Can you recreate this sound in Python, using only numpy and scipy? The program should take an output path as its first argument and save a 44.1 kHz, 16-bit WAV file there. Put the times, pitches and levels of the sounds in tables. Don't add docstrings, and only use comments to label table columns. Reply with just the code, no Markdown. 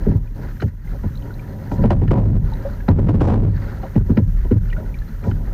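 import sys
import numpy as np
from scipy import signal
from scipy.fft import rfft, irfft
from scipy.io import wavfile
from scipy.ndimage import uniform_filter1d

SR = 44100
rng = np.random.default_rng(int(sys.argv[2]) if len(sys.argv) > 2 else 0)


def to_wav(sig):
    pcm = np.clip(np.atleast_2d(sig), -1, 1) * 32767
    pcm = np.round(pcm).astype(np.int16)
    wavfile.write(sys.argv[1], SR, pcm.T)


N = 243873
TIME = np.arange(N) / SR


# t/s, level/dB, hardness as tilt/(dB/oct)
HULL_KNOCKS = [(0.065, -7, -17), (0.115, -11.5, -9), (0.622, -15, -6), (1.035, -18.5, -6.5),
               (1.715, -16, -4.5), (1.787, -24, -4), (1.838, -6, -6), (1.904, -1, -3.5),
               (2.015, -11.5, -6.5), (2.109, 2.5, -9), (2.152, -13, -5), (2.255, -15, -16),
               (2.882, -4.5, -5.5), (2.984, -1.5, -10), (3.084, 0.5, -9.5), (3.14, -4.5, -12),
               (3.206, 2.5, -9), (3.299, -3, -6), (3.336, 1, -11), (3.424, -6.5, -16), (3.832, -25, -1.5),
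               (3.955, -5, -11), (4.095, -5, -14.5), (4.171, -4.5, -10), (4.447, -24, -5.5),
               (4.511, -4, -14)]

def knocks(thud_db, hollow_db, clack_db, click_db, thud_lag_s):
    clack_oct, click_oct = 2.3, 1.45
    out = np.zeros(N)
    for s, db, tilt in HULL_KNOCKS + rebounds(HULL_KNOCKS, delay_s=0.017, gain_db=-10):
        top = from_db(db + click_db + tilt * click_oct) * blow(click, contact_s=0.0036, rattle=34)
        high = from_db(db + clack_db + tilt * clack_oct) * blow(clack, contact_s=0.005464, rattle=2.7)
        middle = from_db(db + hollow_db) * blow(hollow, contact_s=0.00523, rattle=1.93)
        low = from_db(db + thud_db) * blow(thud, contact_s=0.0034, rattle=0.56)
        add(out, s - 0.003, top + high + middle)
        add(out, s + thud_lag_s, low)
    return out


def rebounds(strikes, delay_s, gain_db):
    return [(s + delay_s * (1 + rng.uniform(-0.95, 1) / 4), db + gain_db, tilt)
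            for s, db, tilt in strikes]


def blow(register, contact_s, rattle):
    t = TIME[:SR // 4]
    chatter = rng.standard_normal(len(t)) * t * np.exp(-t / contact_s)
    force = rattle * chatter / np.linalg.norm(chatter)
    force[round(contact_s * SR)] += 1
    ring = register(force)
    return ring / np.abs(ring).max()


# f/Hz, width/Hz, gain/dB
THUD_MODES = [(80.5, 23.6, 0.5), (104, 17.9, 4.5), (151.2, 50.4, -5)]

def thud(force):
    return body(force, THUD_MODES, low_hz=63.6, high_hz=219.6)


# f/Hz, width/Hz, gain/dB
HOLLOW_MODES = [(211.5, 22, 5), (283, 42.4, -0.5), (390.3, 102, -5)]

def hollow(force):
    return body(force, HOLLOW_MODES, low_hz=150, high_hz=501)


# f/Hz, width/Hz, gain/dB
CLACK_MODES = [(540.4, 23.5, 9.5), (628, 81, 1), (762, 135, -1.5), (976, 60, 0)]

def clack(force):
    return body(force, CLACK_MODES, low_hz=430, high_hz=1300)


# f/Hz, width/Hz, gain/dB
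CLICK_MODES = [(1357, 180, 8.5), (1754, 660, 1), (1853, 98, 6), (2420, 130, -16), (3000, 150, -6),
               (4020, 78, -15.5), (4800, 440, -18.5)]

def click(force):
    return body(force, CLICK_MODES, low_hz=1040, high_hz=5760)


def body(force, modes, low_hz, high_hz):
    rings = sum((-1) ** k * from_db(db) * resonate(force, hz, width_hz)
                for k, (hz, width_hz, db) in enumerate(modes))
    return cut(cut(rings, low_hz, "high"), high_hz, "low", order=4)


# t/s, level/dB
HULL_THUMPS = [(0.091, -6), (0.142, -7.5), (0.625, -8.5), (0.652, -10.5), (1.051, -12.5), (1.797, -10),
               (2.014, -5), (2.307, -3), (2.366, -13.5), (2.895, -2), (3.962, -7), (4.005, -8.5),
               (4.208, -4.5), (4.55, -4), (4.765, -18), (5.27, -7), (5.31, -11.5)]

def thumps(thud_db, hollow_db):
    out = np.zeros(N)
    for s, db in HULL_THUMPS:
        add(out, s, from_db(db + thud_db) * blow(thud, contact_s=0.0034, rattle=0.24))
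        add(out, s - 0.003, from_db(db + hollow_db) * blow(hollow, contact_s=0.00506, rattle=2.2))
    return out


# t/s, level/dB
GATE_CLICKS = [(0.602, -23), (0.621, -16.5), (1.716, -27), (1.908, -12.5), (2.079, -19.5), (2.885, -14),
               (3.206, -19), (3.297, -15), (4.173, -16.5), (5.24, -24.5), (5.313, -19)]

def oar_clicks(gain_db):
    out = np.zeros(N)
    for s, db in GATE_CLICKS:
        add(out, s - 0.003, from_db(db + gain_db) * blow(click, contact_s=0.003, rattle=11))
    return out


# start/s, end/s, boom/dB, crest start/s, crest end/s, crest rush/dB
SURGES = [(1.772, 2.37, -6.5, 2.11, 2.158, -16), (2.878, 3.486, -3, 3.205, 3.31, -14)]

def surges():
    pounding = sum(from_db(db) * envelope(start, end, attack_s=0.04, release_s=0.06)
                   for start, end, db, *_ in SURGES)
    crests = sum(from_db(db) * envelope(start, end, attack_s=0.027, release_s=0.05)
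                 for *_, start, end, db in SURGES)
    return pounding, crests


# t/s, half length/s, rush/dB, fizz/dB
WASHES = [(0.05, 0.17, -42, -51), (0.428, 0.073, -42, -48), (0.946, 0.026, -40.5, -49),
          (1.261, .07, -43.5, -67), (1.527, 0.16, -43.5, -64), (1.837, .15, -34.5, -47.5),
          (2.61, 0.26, -42.5, -48.5), (3.686, 0.22, -42.5, -44.5), (4.132, 0.048, -41, -57),
          (4.829, 0.096, -42.5, -53), (5.274, 0.036, -32.5, -48.5), (5.522, 0.2, -44.5, -59)]

def washes():
    wash = sum(from_db(db) * swell(s, half_s) for s, half_s, db, _ in WASHES)
    fizz = sum(from_db(db) * swell(s, half_s) for s, half_s, _, db in WASHES)
    return wash, fizz


def afterboom(gain_db):
    return power_sum(from_db(db + gain_db) * envelope(s, s, attack_s=0.028, release_s=0.079)
                     for s, db, *_ in HULL_KNOCKS + HULL_THUMPS)


def hull_drumming(pounding, crests, wash, boom_db, hollow_db, rush_db):
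    calm_boom, crest_boom, wash_boom = from_db([-29, 9, 13])
    calm_rush, surge_rush = from_db([-53, -37.5])
    lump_db, boom_share = 0.5, 0.23
    boom = power_sum([calm_boom, pounding, crest_boom * crests, wash_boom * wash, afterboom(-7.5)])
    rush = power_sum([calm_rush, surge_rush * pounding, crests, wash])
    rush *= from_db(lump_db * drift(rate_hz=40))
    flow = rush * (boom / rush) ** boom_share
    low = even(thud(impacts(per_s=970, spread_db=1.5)), span_s=0.02)
    middle = even(hollow(impacts(per_s=820, spread_db=2)), span_s=0.11)
    high = even(clack(impacts(per_s=720, spread_db=-1)), span_s=0.15)
    return boom * from_db(boom_db) * low + flow * from_db(hollow_db) * middle + rush * from_db(rush_db) * high


# f/Hz, gain/dB
RIPPLE_SPECTRUM = [(950, 5), (1130, 5.5), (1400, 11.5), (1950, 9.5), (2400, -15), (3300, -26), (4100, -3),
                   (6000, -21.5)]

def ripples(fizz, gain_db, calm_db, q, clump_db):
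    pops = impacts(per_s=5000, spread_db=3.5) * from_db(clump_db * drift(rate_hz=35))
    pitches_hz = np.geomspace(800, 7000, 26)
    pitch_index = rng.integers(0, len(pitches_hz), N)
    bubbles = sum(gain_at(RIPPLE_SPECTRUM, hz) * resonate(pops * (pitch_index == k), hz, hz / q)
                  for k, hz in enumerate(pitches_hz))
    strength = from_db(gain_db) * power_sum([from_db(calm_db), fizz])
    return strength * even(cut(bubbles, 7100, "low"), span_s=0.71)


# t/s, f/Hz, level/dB
DROPS = [(0.276, 2450, -44), (0.608, 4030, -37), (0.876, 2070, -41), (1.157, 3900, -42.5),
         (1.176, 4060, -41), (1.225, 3000, -45), (1.307, 1450, -34.5), (1.342, 4020, -43.5),
         (1.396, 2350, -37.5), (2.081, 1790, -29), (2.522, 882, -30.5), (2.538, 3900, -37),
         (2.651, 554, -19.5), (2.805, 1650, -34.5), (2.889, 3950, -30.5), (4.703, 2900, -40),
         (4.715, 2390, -42), (4.729, 1900, -26.5), (4.767, 1434, -32), (4.779, 620, -32),
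         (4.944, 2330, -34.5), (4.99, 4060, -43), (5.02, 1720, -37)]

def drops(gain_db, decay_cycles, rise, tick_db):
    out, t = np.zeros(N), TIME[:SR // 8]
    for s, hz, db in DROPS:
        life_s = decay_cycles / hz
        phase = 2 * np.pi * hz * (t + rise * (t * t / (2 * life_s) - t))
        shape = (1 - np.exp(-2 * t / life_s)) * np.exp(-t / life_s)
        bubble = shape / shape.max() * np.sin(phase)
        splash = rng.standard_normal(len(t)) * shape
        tick = resonate(resonate(splash, hz, hz / 2), hz, hz / 2)
        drop = bubble + from_db(tick_db) * tick / np.abs(tick).max()
        add(out, s - 0.002, from_db(db + gain_db) * drop)
    return out


# t/s, half length/s, level/dB
SPRAYS = [(.623, .015, -54), (1.735, .03, -55), (3.26, .05, -47), (5.28, .05, -58)]

def spray():
    patter = rms_one(cut(impacts(per_s=3000, spread_db=4), [3200, 6800], "band"))
    return patter * sum(from_db(db) * swell(s, half_s) for s, half_s, db in SPRAYS)


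# t/s, level/dB
GUSTS = [(0.0, -25.5), (0.08, -16), (0.68, -35.5), (0.71, -27), (0.88, -24.5), (1.69, -38.5), (1.74, -24.5),
         (2.45, -19.5), (2.63, -27.5), (3.51, -26), (3.96, -31.5), (4.0, -13), (4.19, -30.5), (4.34, -14.5),
         (5.22, -30), (5.38, -22.5), (5.53, -22)]
# f/Hz, density/dB
WIND_SPECTRUM = [(18, -38.5), (27, -10), (37, 1), (44, -8), (52, -13.5), (66, -14), (110, -43.5)]

def wind(pounding, gust_db, buffet_db):
    gusts = from_db(np.interp(TIME, *np.transpose(GUSTS)) + gust_db)
    strength = power_sum([gusts, from_db(buffet_db) * pounding])
    return strength * even(noise(WIND_SPECTRUM), span_s=0.2)


# f/Hz, density/dB
HISS_SPECTRUM = [(3000, -3), (4500, -9), (6300, -2.5), (7500, -11.5), (8800, -12), (10000, -7),
                 (10900, -12), (12000, -2.5), (12800, -19), (13900, 1.5), (15000, -16.5)]
# f/Hz, level/dB
WHINE_TONES = [(13369, -79), (13452, -66.5), (13536, -66), (13619, -76)]

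def electronics(hiss_db):
    whine = sum(from_db(db) * np.sin(2 * np.pi * hz * TIME) for hz, db in WHINE_TONES)
    return from_db(hiss_db) * noise(HISS_SPECTRUM) + whine


# start/s, end/s, gain/dB
LEVEL_DIPS = [(.19, .35, -5), (.69, .845, -7.5)]

def dips():
    steps_db = sum(float(db) * ((TIME > start) & (TIME < end)) for start, end, db in LEVEL_DIPS)
    return from_db(uniform_filter1d(steps_db, SR // 60))


def impacts(per_s, spread_db):
    sizes = from_db(spread_db * np.minimum(rng.exponential(1, N), 4)) * rng.choice([-1, 1], N)
    return sizes * (rng.random(N) < per_s / SR)


def noise(spectrum):
    hz = np.maximum(np.fft.rfftfreq(N, 1 / SR), 1)
    shape = gain_at(spectrum, hz) / np.maximum(hz / spectrum[-1][0], 1) ** 2
    return rms_one(irfft(rfft(rng.standard_normal(N)) * shape, N))


def drift(rate_hz):
    steps = rng.standard_normal(2048)
    return rms_one(np.interp(TIME * rate_hz, np.arange(len(steps)), steps))


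def swell(s, half_s):
    return np.exp(-((TIME - s) / half_s) ** 2)


def envelope(start_s, end_s, attack_s, release_s):
    attack = 1 - np.exp(-np.maximum(TIME - start_s, 0) / attack_s)
    return attack * np.exp(-np.maximum(TIME - end_s, 0) / release_s)


def resonate(x, hz, width_hz):
    r = np.exp(-np.pi * width_hz / SR)
    feedback = [1, -2 * r * np.cos(2 * np.pi * hz / SR), r * r]
    return signal.lfilter(np.array([1, 0, -1]) * (1 - r * r) / 2, feedback, x + 1e-18)


def cut(x, hz, kind, order=2):
    return signal.sosfilt(signal.butter(order, hz, kind, fs=SR, output="sos"), x)


def gain_at(spectrum, hz):
    points_hz, db = np.transpose(spectrum)
    return from_db(np.interp(np.log(hz), np.log(points_hz), db))


def running_power(x, span_s):
    return np.maximum(uniform_filter1d(x ** 2, int(span_s * SR)), 1e-12)


def even(x, span_s):
    return x / np.sqrt(running_power(x, span_s))


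def rms_one(x):
    return x / np.sqrt(np.mean(x ** 2) + 1e-20)


def power_sum(levels):
    return np.sqrt(sum(level ** 2 for level in levels))


def from_db(db):
    return 10 ** (np.asarray(db) / 20)


def add(out, s, sound):
    i = max(round(s * SR), 0)
    out[i:i + len(sound)] += sound[:max(N - i, 0)]


def scene():
    pounding, crests = surges()
    wash, fizz = washes()
    boat = knocks(thud_db=-4, hollow_db=-0.68, clack_db=5.5, click_db=-11.5, thud_lag_s=0.0014)
    boat += thumps(thud_db=-1.5, hollow_db=-13)
    boat += oar_clicks(gain_db=-6.5)
    boat += hull_drumming(pounding, crests, wash, boom_db=-3, hollow_db=1.53, rush_db=-2)
    water = ripples(fizz, gain_db=0.03, calm_db=-52.5, q=23, clump_db=-2.5) + spray()
    water += drops(gain_db=-1, decay_cycles=8.4, rise=0.012, tick_db=-6)
    background = wind(pounding, gust_db=1.5, buffet_db=-6.5) + electronics(hiss_db=-59)
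    return ((boat + water + background) * dips())[None]


def gain_control(x, target_db, window_s, lag_s):
    level_db = 10 * np.log10(running_power(x, window_s))
    over_db = uniform_filter1d(np.maximum(level_db - target_db, 0), SR // 100)
    return x * from_db(-np.interp(TIME - lag_s, TIME, over_db))


def record(dry):
    ceiling, droop_hz, cutoff_hz = 0.598, 9.5, 15850
    overloaded = cut(np.clip(dry[0], -ceiling, ceiling), droop_hz, "high", order=1)
    levelled = gain_control(overloaded, target_db=-14, window_s=0.02, lag_s=0.028)
    lowpass = signal.ellip(10, 0.1, 80, cutoff_hz, fs=SR, output="sos")
    return signal.sosfilt(lowpass, levelled)[None]


dry = scene()
out = record(dry)
to_wav(out)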